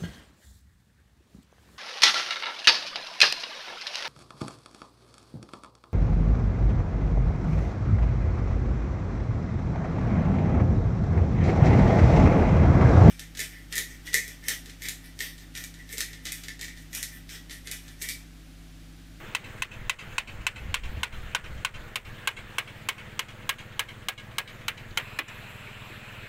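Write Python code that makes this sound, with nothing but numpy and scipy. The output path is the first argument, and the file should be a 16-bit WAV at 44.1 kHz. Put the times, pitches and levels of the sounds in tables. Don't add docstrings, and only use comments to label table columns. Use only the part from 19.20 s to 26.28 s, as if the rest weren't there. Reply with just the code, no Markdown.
import sys
import numpy as np
from scipy import signal
from scipy.io import wavfile
from scipy.ndimage import uniform_filter1d

SR = 44100
rng = np.random.default_rng(int(sys.argv[2]) if len(sys.argv) > 2 else 0)


def linear_from_db(decibels):
    return 10 ** (np.asarray(decibels, float) / 20)


def log_audio(samples):
    frames = np.atleast_2d(samples).T
    limited = np.clip(frames, -1, 1)
    pcm = np.round(limited * 32767).astype(np.int16)
    wavfile.write(sys.argv[1], SR, pcm)


N = 312228
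CUT_S = 5.822


def rms_one(x):
    return x / np.sqrt(np.mean(x ** 2) + 1e-20)


def in_time(rows):
    s, *columns = np.transpose(rows)
    return [np.interp(np.arange(N) / SR, s, c) for c in columns]


def at_hz(points, hz, column=1):
    points = np.array(points)
    return np.interp(np.log(hz), np.log(points[:, 0]), points[:, column])


def drift(rate_hz):
    r = np.exp(-2 * np.pi * rate_hz * 40 / SR)
    white = rng.standard_normal(N // 40 + 2002)
    slow = signal.lfilter([1], [1, -2 * r, r * r], white)[2000:]
    return np.interp(np.arange(N) / 40, np.arange(len(slow)), rms_one(slow))


def band_pass(order, low_hz, high_hz, x):
    return signal.sosfilt(signal.butter(order, [low_hz, high_hz], "band", fs=SR, output="sos"), x)


def bands(size, count):
    white = rng.standard_normal((2, size))
    edges = 17500 * 2 ** (-np.arange(count + 1) / 4)
    for k, (high, low) in enumerate(zip(edges, edges[1:])):
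        yield np.sqrt(low * high), band_pass(2, low, high, white[k % 2])


def dying(t, t60):
    return linear_from_db(-60 * t / t60)


def resonate(x, hz, width_hz):
    r = np.exp(-np.pi * width_hz / SR)
    zeros = np.array([1, 0, -1]) * (1 - r * r) / 2
    return signal.lfilter(zeros, [1, -2 * r * np.cos(2 * np.pi * hz / SR), r * r], x)


# (multiple of firing rate [1], level [dB])
EXHAUST_FAR_ORDERS = [(5, 2.5), (6, 3.5), (7, 1), (8, -4), (10, -17), (11, -1.5), (12, -11), (16, -22),
                      (17, -8), (18, -18.5), (19, -12.5), (23, -12.5), (24, -19), (26, -6), (28, -21),
                      (29, -17), (30, -55), (32, -23), (33, -10.5), (34, -22)]
EXHAUST_NEAR_ORDERS = [(4, -12), (5, 3), (6, 5), (7, 0), (8, -5), (10, -4.5), (11, -3.5), (12, -7.5),
                       (13, -17), (15, -11), (21, -27), (22, -7.5), (23, -15), (26, -7.5), (29, -28),
                       (31, -14), (32, -7.5)]
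FIRST_FIRINGS = [0.0368, 0.0345]
EXHAUST_LEVELS = [-55, -55]


def exhaust(orders, first_s, level_db, bounce, lag):
    firing_hz, bounce_s = 19.007, 0.0093
    turn = 2 * np.pi * firing_hz * (np.arange(N) / SR - first_s) + 0.075 * drift(3.5)
    thump = 0
    for k, db in orders:
        two_paths = np.angle(1 + bounce * np.exp(-2j * np.pi * k * firing_hz * bounce_s))
        thump = thump - linear_from_db(db) * np.cos(k * turn + two_paths - lag)
    return linear_from_db(level_db + 1 + 1.2 * drift(36.0)) * thump


# (frequency [Hz], density [dB per Hz])
YARD_FAR_SPECTRUM = [(60, -11), (110, -3), (200, -8), (320, -12.5), (700, -13.5), (1050, -14.5),
                     (1600, -9.5), (2700, -15.5), (3900, -23), (5200, -34), (7500, -28.5), (9500, -40),
                     (12000, -35), (15500, -35.5)]
YARD_NEAR_SPECTRUM = [(60, -8), (120, -9.5), (250, -15), (450, -17.5), (800, -16), (1600, -11), (2600, -13),
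                      (3600, -19.5), (4500, -30.5), (5900, -36), (7500, -35.5), (9500, -40.5),
                      (12000, -32.5), (15500, -38)]
# (time [s], level [dB])
YARD_LEVEL = [(0, -46), (1.5, -46.5), (3, -47), (4.5, -48), (5.8, -48.5), (6.4, -47.5), (7.08, -48.5)]


def yard_noise(past_cut):
    far, near, together = 0, 0, drift(1.1)
    for centre, noise in bands(size=N, count=33):
        noise = noise * linear_from_db(0.67 * together + 2.05 * drift(10.0))
        far = far + linear_from_db(at_hz(YARD_FAR_SPECTRUM, centre)) * noise
        near = near + linear_from_db(at_hz(YARD_NEAR_SPECTRUM, centre)) * noise
    placed = np.where(past_cut, linear_from_db(2.5) * rms_one(near), rms_one(far))
    return linear_from_db(in_time(YARD_LEVEL)[0]) * placed


def eddies(low_hz, high_hz):
    band = band_pass(2, low_hz, high_hz, rng.standard_normal(N + SR))[SR:]
    power = uniform_filter1d(uniform_filter1d(band ** 2, size=3000), size=3000)
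    return band / np.sqrt(power + 1e-12)


# (time [s], level [dB])
BREEZE_LEVEL = [(0, -54), (1.1, -50), (1.7, -54), (2.5, -47), (3.0, -52.5), (3.5, -56), (4.3, -52),
                (5.4, -55), (7.08, -57)]
# (middle [s], half length [s], deep sway [dB], puff [dB])
GUST_SWELLS = [(0.064, 0.055, -51, -66), (0.376, 0.066, -48, -63), (.62, .08, -44, -64),
               (0.686, .04, -50, -48), (0.964, 0.065, -49, -50), (1.175, .1, -47, -47.5),
               (1.483, 0.073, -43, -36), (1.638, 0.077, -31, -39), (1.784, 0.057, -55, -35),
               (1.979, 0.072, -38.5, -45.5), (2.078, 0.041, -49, -47.5), (2.318, 0.1, -45, -45),
               (2.58, 0.043, -43, -59), (2.89, 0.044, -47, -51), (3.214, 0.048, -53, -52),
               (4.406, 0.013, -60, -61), (5.687, 0.057, -47.5, -60), (6.196, 0.034, -58, -60),
               (7.004, .04, -61, -59)]


def gusts():
    t, breeze_db = np.arange(N) / SR, in_time(BREEZE_LEVEL)[0]
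    lumps_db, puff_rel_db = -1, -4
    deep = linear_from_db(breeze_db + lumps_db * drift(4.6))
    strength = linear_from_db(breeze_db + puff_rel_db + lumps_db * drift(15.0))
    for s, half_s, deep_db, puff_db in GUST_SWELLS:
        swell = np.exp(-((t - s) / half_s) ** 2)
        deep = deep + linear_from_db(deep_db) * swell
        strength = strength + linear_from_db(puff_db) * swell
    puff = eddies(39.2, 80)
    flutter = linear_from_db(-13 + 1.5 * drift(16.0)) * eddies(95, 220)
    return deep * eddies(8.9, 33.2) + strength * (puff + flutter)


# (frequency [Hz], crack [dB per Hz], crack t60 [s], tail [dB per Hz], tail t60 [s])
SHEET_CLATTER = [(417, -56, 0.052, -21.5, 0.16), (710, -65, 0.029, -24, 0.15),
                 (1290, -73, 0.013, -14.5, 0.14), (2140, -36, 0.072, 1.5, 0.13),
                 (3210, -12, 0.038, -1.5, 0.1), (4000, -5, 0.046, -18.5, 0.13),
                 (4700, -6, 0.021, -24.5, 0.13), (6300, -5, 0.03, -34, 0.2), (8160, -4, 0.029, -35.5, 0.35),
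                 (9360, -11.5, 0.03, -37, 0.18), (16000, -22, 0.039, -42.5, 0.19)]


def sheet_clatter(t, colour):
    rattle = linear_from_db(2.0 * np.interp(t, np.arange(50) * 0.00334, rng.standard_normal(50)))
    clatter = 0
    for centre, noise in bands(size=len(t), count=22):
        crack_db, crack_t60, tail_db, tail_t60 = [at_hz(SHEET_CLATTER, centre, column=c) for c in (1, 2, 3, 4)]
        crack = linear_from_db(crack_db) * dying(t, crack_t60)
        tail = linear_from_db(tail_db) * dying(t, tail_t60) * np.minimum(t / 0.003, 1)
        clatter = clatter + linear_from_db(at_hz(colour, centre)) * noise * (crack + rattle * tail)
    return clatter


def frame_modes(t, modes, colour, chatter_ms):
    free = np.maximum(t - chatter_ms / 1000, 0)
    hz, level_db, t60 = np.transpose(modes)
    nudge = rng.standard_normal((3, len(hz)))
    hz = hz * (1 + 0.011 * nudge[0])
    level = linear_from_db(level_db + at_hz(colour, hz) + 0.5 * nudge[1])
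    start = np.pi * np.arange(1, len(hz) + 1) + 0.5 * nudge[2]
    fill_s = 0.051 * np.maximum(t60 - 0.065, 0)[:, None] + 1e-5
    swell = 1 - np.exp(-t / fill_s)
    decay = dying(free + 0.49 * (t - free), np.clip(0.96 * t60, 0.015, 0.14)[:, None])
    return level @ (swell * np.sin(2 * np.pi * hz[:, None] * t + start[:, None]) * decay)


def knock(modes, low_db, upper_db, bright_db, chatter_ms, air_db):
    t = np.arange(int(0.16 * SR)) / SR
    # (frequency [Hz], level [dB])
    colour = [(1100, low_db + 22.5), (1550, upper_db + 10.5), (2000, 0.0), (3500, 0.0),
              (5000, bright_db + 11.0), (8000, bright_db + 9), (12000, bright_db + 11.0 + air_db)]
    rings = frame_modes(t, modes, colour, chatter_ms)
    blow = (rings + linear_from_db(7.0) * sheet_clatter(t, colour)) * np.minimum(t / 0.00033, 1)
    return blow / np.abs(blow).max()


# (delay [s], level [dB], spread t60 [s])
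REFLECTIONS = [
    (0.09, -22.5, 0.068),
    (.108, -28.5, 0.12),
    (.225, -34.5, 0.088),
]


def yard_echo():
    t = np.arange(int(0.36 * SR)) / SR
    response = 0
    for delay, level_db, t60 in REFLECTIONS:
        since = np.maximum(t - delay, 0)
        burst = rng.standard_normal(len(t)) * dying(since, t60) * np.minimum(since / 0.003, 1)
        response = response + linear_from_db(level_db) * burst / np.sqrt(np.sum(burst ** 2))
    response = band_pass(1, 1300, 5500, response)
    return response + linear_from_db(-2.5) * resonate(response, 2245, 250)


# (time [s], peak [dB], limiter duck [dB], relative boom [dB], chisel chatter [ms])
BLOWS = [(0.1489, -12, 4.5, -11, 4.7), (0.421, -14, 6, -9, 3.7), (0.6955, -12.5, 9, -10, 2.9),
         (0.9813, -11, 7.5, -8, 3.6), (1.2665, -11.5, 5, -8.2, 5.8), (1.5419, -11, 8.5, -12, 2.4),
         (1.8318, -13.5, 6, -8.5, 2.3), (2.1483, -11.5, 5, -5, 2.3), (2.448, -13.5, 7, -7.5, 5.6),
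         (2.7567, -15, 8, -12.5, 1), (3.0736, -12.5, 5.5, -6.5, 6.6), (3.383, -10.5, 3, -5.5, 2.9),
         (3.6873, -13.5, 4, -11.5, 2.2), (3.9924, -12, 4, -10, 1.8), (4.2919, -13, 5, -3.5, 4.3),
         (4.5933, -12, 3.5, -4.5, 2.2), (4.8849, -11.5, 7, -5.5, 2.4), (5.1829, -15, 5, -3, 1.8),
         (5.4815, -13, 2, -5.5, 3.4), (5.7732, -12.5, 0.5, -5.5, 4), (5.988, -16, 8, -6.5, 7.5)]
SEAT_CHANGES = [1.4, 2.6, 2.9, 4.1, 5.3, 5.6, 5.9]
# (frequency [Hz], level [dB], t60 [s])
SEAT_A = [(935, -8.5, 0.013), (1064, -8.5, 0.026), (1497, 0, 0.015), (2010, -6, 0.083), (2100, -5, 0.029),
          (2588, 7.5, 0.026), (2820, -4.5, 0.024), (3074, -0.5, 0.034), (3980, -11, 0.039)]
SEAT_B = [(894, -15.5, 0.017), (1073, -9, 0.015), (1450, -13, 0.11), (1526, -2.5, 0.033), (2196, -4, 0.064),
          (2523, -1, 0.031), (2730, 1.5, 0.031), (3110, 3.5, 0.02), (3640, -7.5, 0.029),
          (4010, -8.5, 0.047)]
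SEAT_C = [(430, -33, 0.018), (850, -22.5, 0.012), (1064, -15, 0.033), (1595, -1, 0.019),
          (1626, -9.5, 0.082), (2158, -7.5, 0.086), (2246, -11, 0.062), (2690, 3.5, 0.014),
          (2950, -7.5, 0.081), (3037, 0.5, 0.02), (3250, -6.5, 0.048), (4000, -9.5, 0.04)]
SEAT_D = [(460, -35, 0.038), (775, -31, 0.058), (1090, -13.5, 0.018), (1440, -38, 0.088), (1640, -11, 0.12),
          (2184, -4.5, 0.071), (2414, -9, 0.078), (2430, -30, 0.21), (2856, 2, 0.016), (3210, 3, 0.017),
          (3907, -5, 0.028), (4290, -25, 0.034)]
SEAT_E = [(431, -49, 0.033), (880, -23, 0.049), (1140, -18, 0.024), (1390, -9, 0.034), (2140, -5, 0.025),
          (2320, -5.5, 0.042), (2670, -18, .05), (3050, -2.5, 0.031), (3230, -6, 0.029), (3880, -8, 0.038)]
SEAT_F = [(280, -31.5, 0.18), (335, -30, 0.25), (630, -32, 0.068), (1110, -26, 0.075), (1270, -25, 0.056),
          (1750, -0.5, 0.02), (2067, -6, 0.084), (2270, -5, 0.045), (2450, -3.5, 0.047), (2670, -17, 0.054),
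          (2980, -16, 0.045), (4070, -6.5, 0.02), (5250, -7, 0.023)]
SEAT_MODES = [SEAT_A, SEAT_B, SEAT_B, SEAT_C, SEAT_D, SEAT_E, SEAT_E, SEAT_F]
# (low boom [dB], brightness [dB], top sparkle [dB], echo [dB])
SEAT_RADIATION = [(-14, -6, -2, -0.2), (-11, -7, -2, -1.3), (-8, -6, 3.5, -2), (-8, -7, 2.5, -0.2),
                  (-10, -7.5, 5.5, 0.6), (-12, -11, 6.5, 2), (-11.5, -10, 4.5, .1), (-8.5, -15, 8, -1)]


def hammering():
    before, after = np.zeros((2, N + SR))
    for s, peak_db, duck_db, boom_db, chatter_ms in BLOWS:
        seat = np.searchsorted(SEAT_CHANGES, s)
        low_db, bright_db, air_db, echo_db = SEAT_RADIATION[seat]
        low_db = low_db + 0.4 * (boom_db + 6.5)
        blow = knock(SEAT_MODES[seat], low_db, boom_db, bright_db, chatter_ms, air_db)
        heard = linear_from_db(echo_db) * signal.fftconvolve(blow, yard_echo())
        heard[:len(blow)] += blow
        place = after if s > CUT_S else before
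        first = round(s * SR)
        place[first:first + len(heard)] += linear_from_db(peak_db + duck_db + 2.0) * heard
    return before[:N] * (np.arange(N) < CUT_S * SR) + after[:N]


# (time [s], peak [dB], pitch [Hz], t60
# [s])
SCUFFS = [(5.707, -45, 4000, 0.044), (6.08, -40, 7300, .05), (6.082, -43, 5700, 0.043),
          (6.187, -38, 1710, 0.055), (6.468, -33, 2220, 0.11), (6.474, -48, 412, 0.06),
          (6.697, -45, 344, 0.19), (6.926, -42, 1690, 0.046), (7.03, -40, 1730, 0.037)]


def fidgets():
    out, t = np.zeros(N + SR), np.arange(int(0.12 * SR)) / SR
    for s, peak_db, hz, t60 in SCUFFS:
        puff = rng.standard_normal(len(t)) * dying(t, t60) * np.minimum(t / 0.0021, 1)
        scuff = resonate(resonate(puff, hz, hz / 8.0), hz, hz / 3.0)
        first = round(s * SR)
        out[first:first + len(t)] += linear_from_db(peak_db) * scuff / np.abs(scuff).max()
    return out[:N]


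# (frequency [Hz], width [Hz], level [dB])
CASING = [(2550, 450, -52.5), (4000, 370, -65.5), (7540, 1300, -67)]


def whine():
    out = 0
    for hz, width_hz, level_db in CASING:
        band = resonate(resonate(rng.standard_normal(N), hz, width_hz), hz, width_hz)
        out = out + linear_from_db(level_db + 0.95 * drift(8.0)) * rms_one(band)
    return out


def scene():
    past_cut = np.arange(N) >= CUT_S * SR
    far = exhaust(EXHAUST_FAR_ORDERS, FIRST_FIRINGS[0], EXHAUST_LEVELS[0], bounce=0.85, lag=0.6)
    near = exhaust(EXHAUST_NEAR_ORDERS, FIRST_FIRINGS[1], EXHAUST_LEVELS[1], bounce=3.2, lag=0.6)
    knocks = hammering()
    engine = np.where(past_cut, near + whine(), far)
    return (knocks + engine + yard_noise(past_cut) + gusts() + fidgets())[None]


def limiter_gain():
    t, duck = np.arange(N) / SR, np.zeros(N)
    hold_s, let_go_s = 0.083, 0.028
    for s, _, duck_db, *_ in BLOWS:
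        shape = np.interp(t - s, [-0.0075, -0.004, hold_s, hold_s + let_go_s], [0, 1, 1, 0])
        duck += duck_db * shape * ((t < CUT_S) | (s > CUT_S))
    return linear_from_db(-duck)


def roll_off(x):
    return signal.sosfilt(signal.butter(12, 16990, fs=SR, output="sos"), x)


def record(dry):
    held = 0.3 * np.tanh(dry * limiter_gain() / 0.29)
    top_hz = 16000
    shelf = signal.ellip(8, 0.5, 30, top_hz - 230, fs=SR, output="sos")
    wall = signal.cheby2(12, 60, top_hz + 1250, fs=SR, output="sos")
    finished = signal.sosfilt(np.vstack([shelf, wall]), held)
    return roll_off(finished)


dry = scene()
out = record(dry)
log_audio(out)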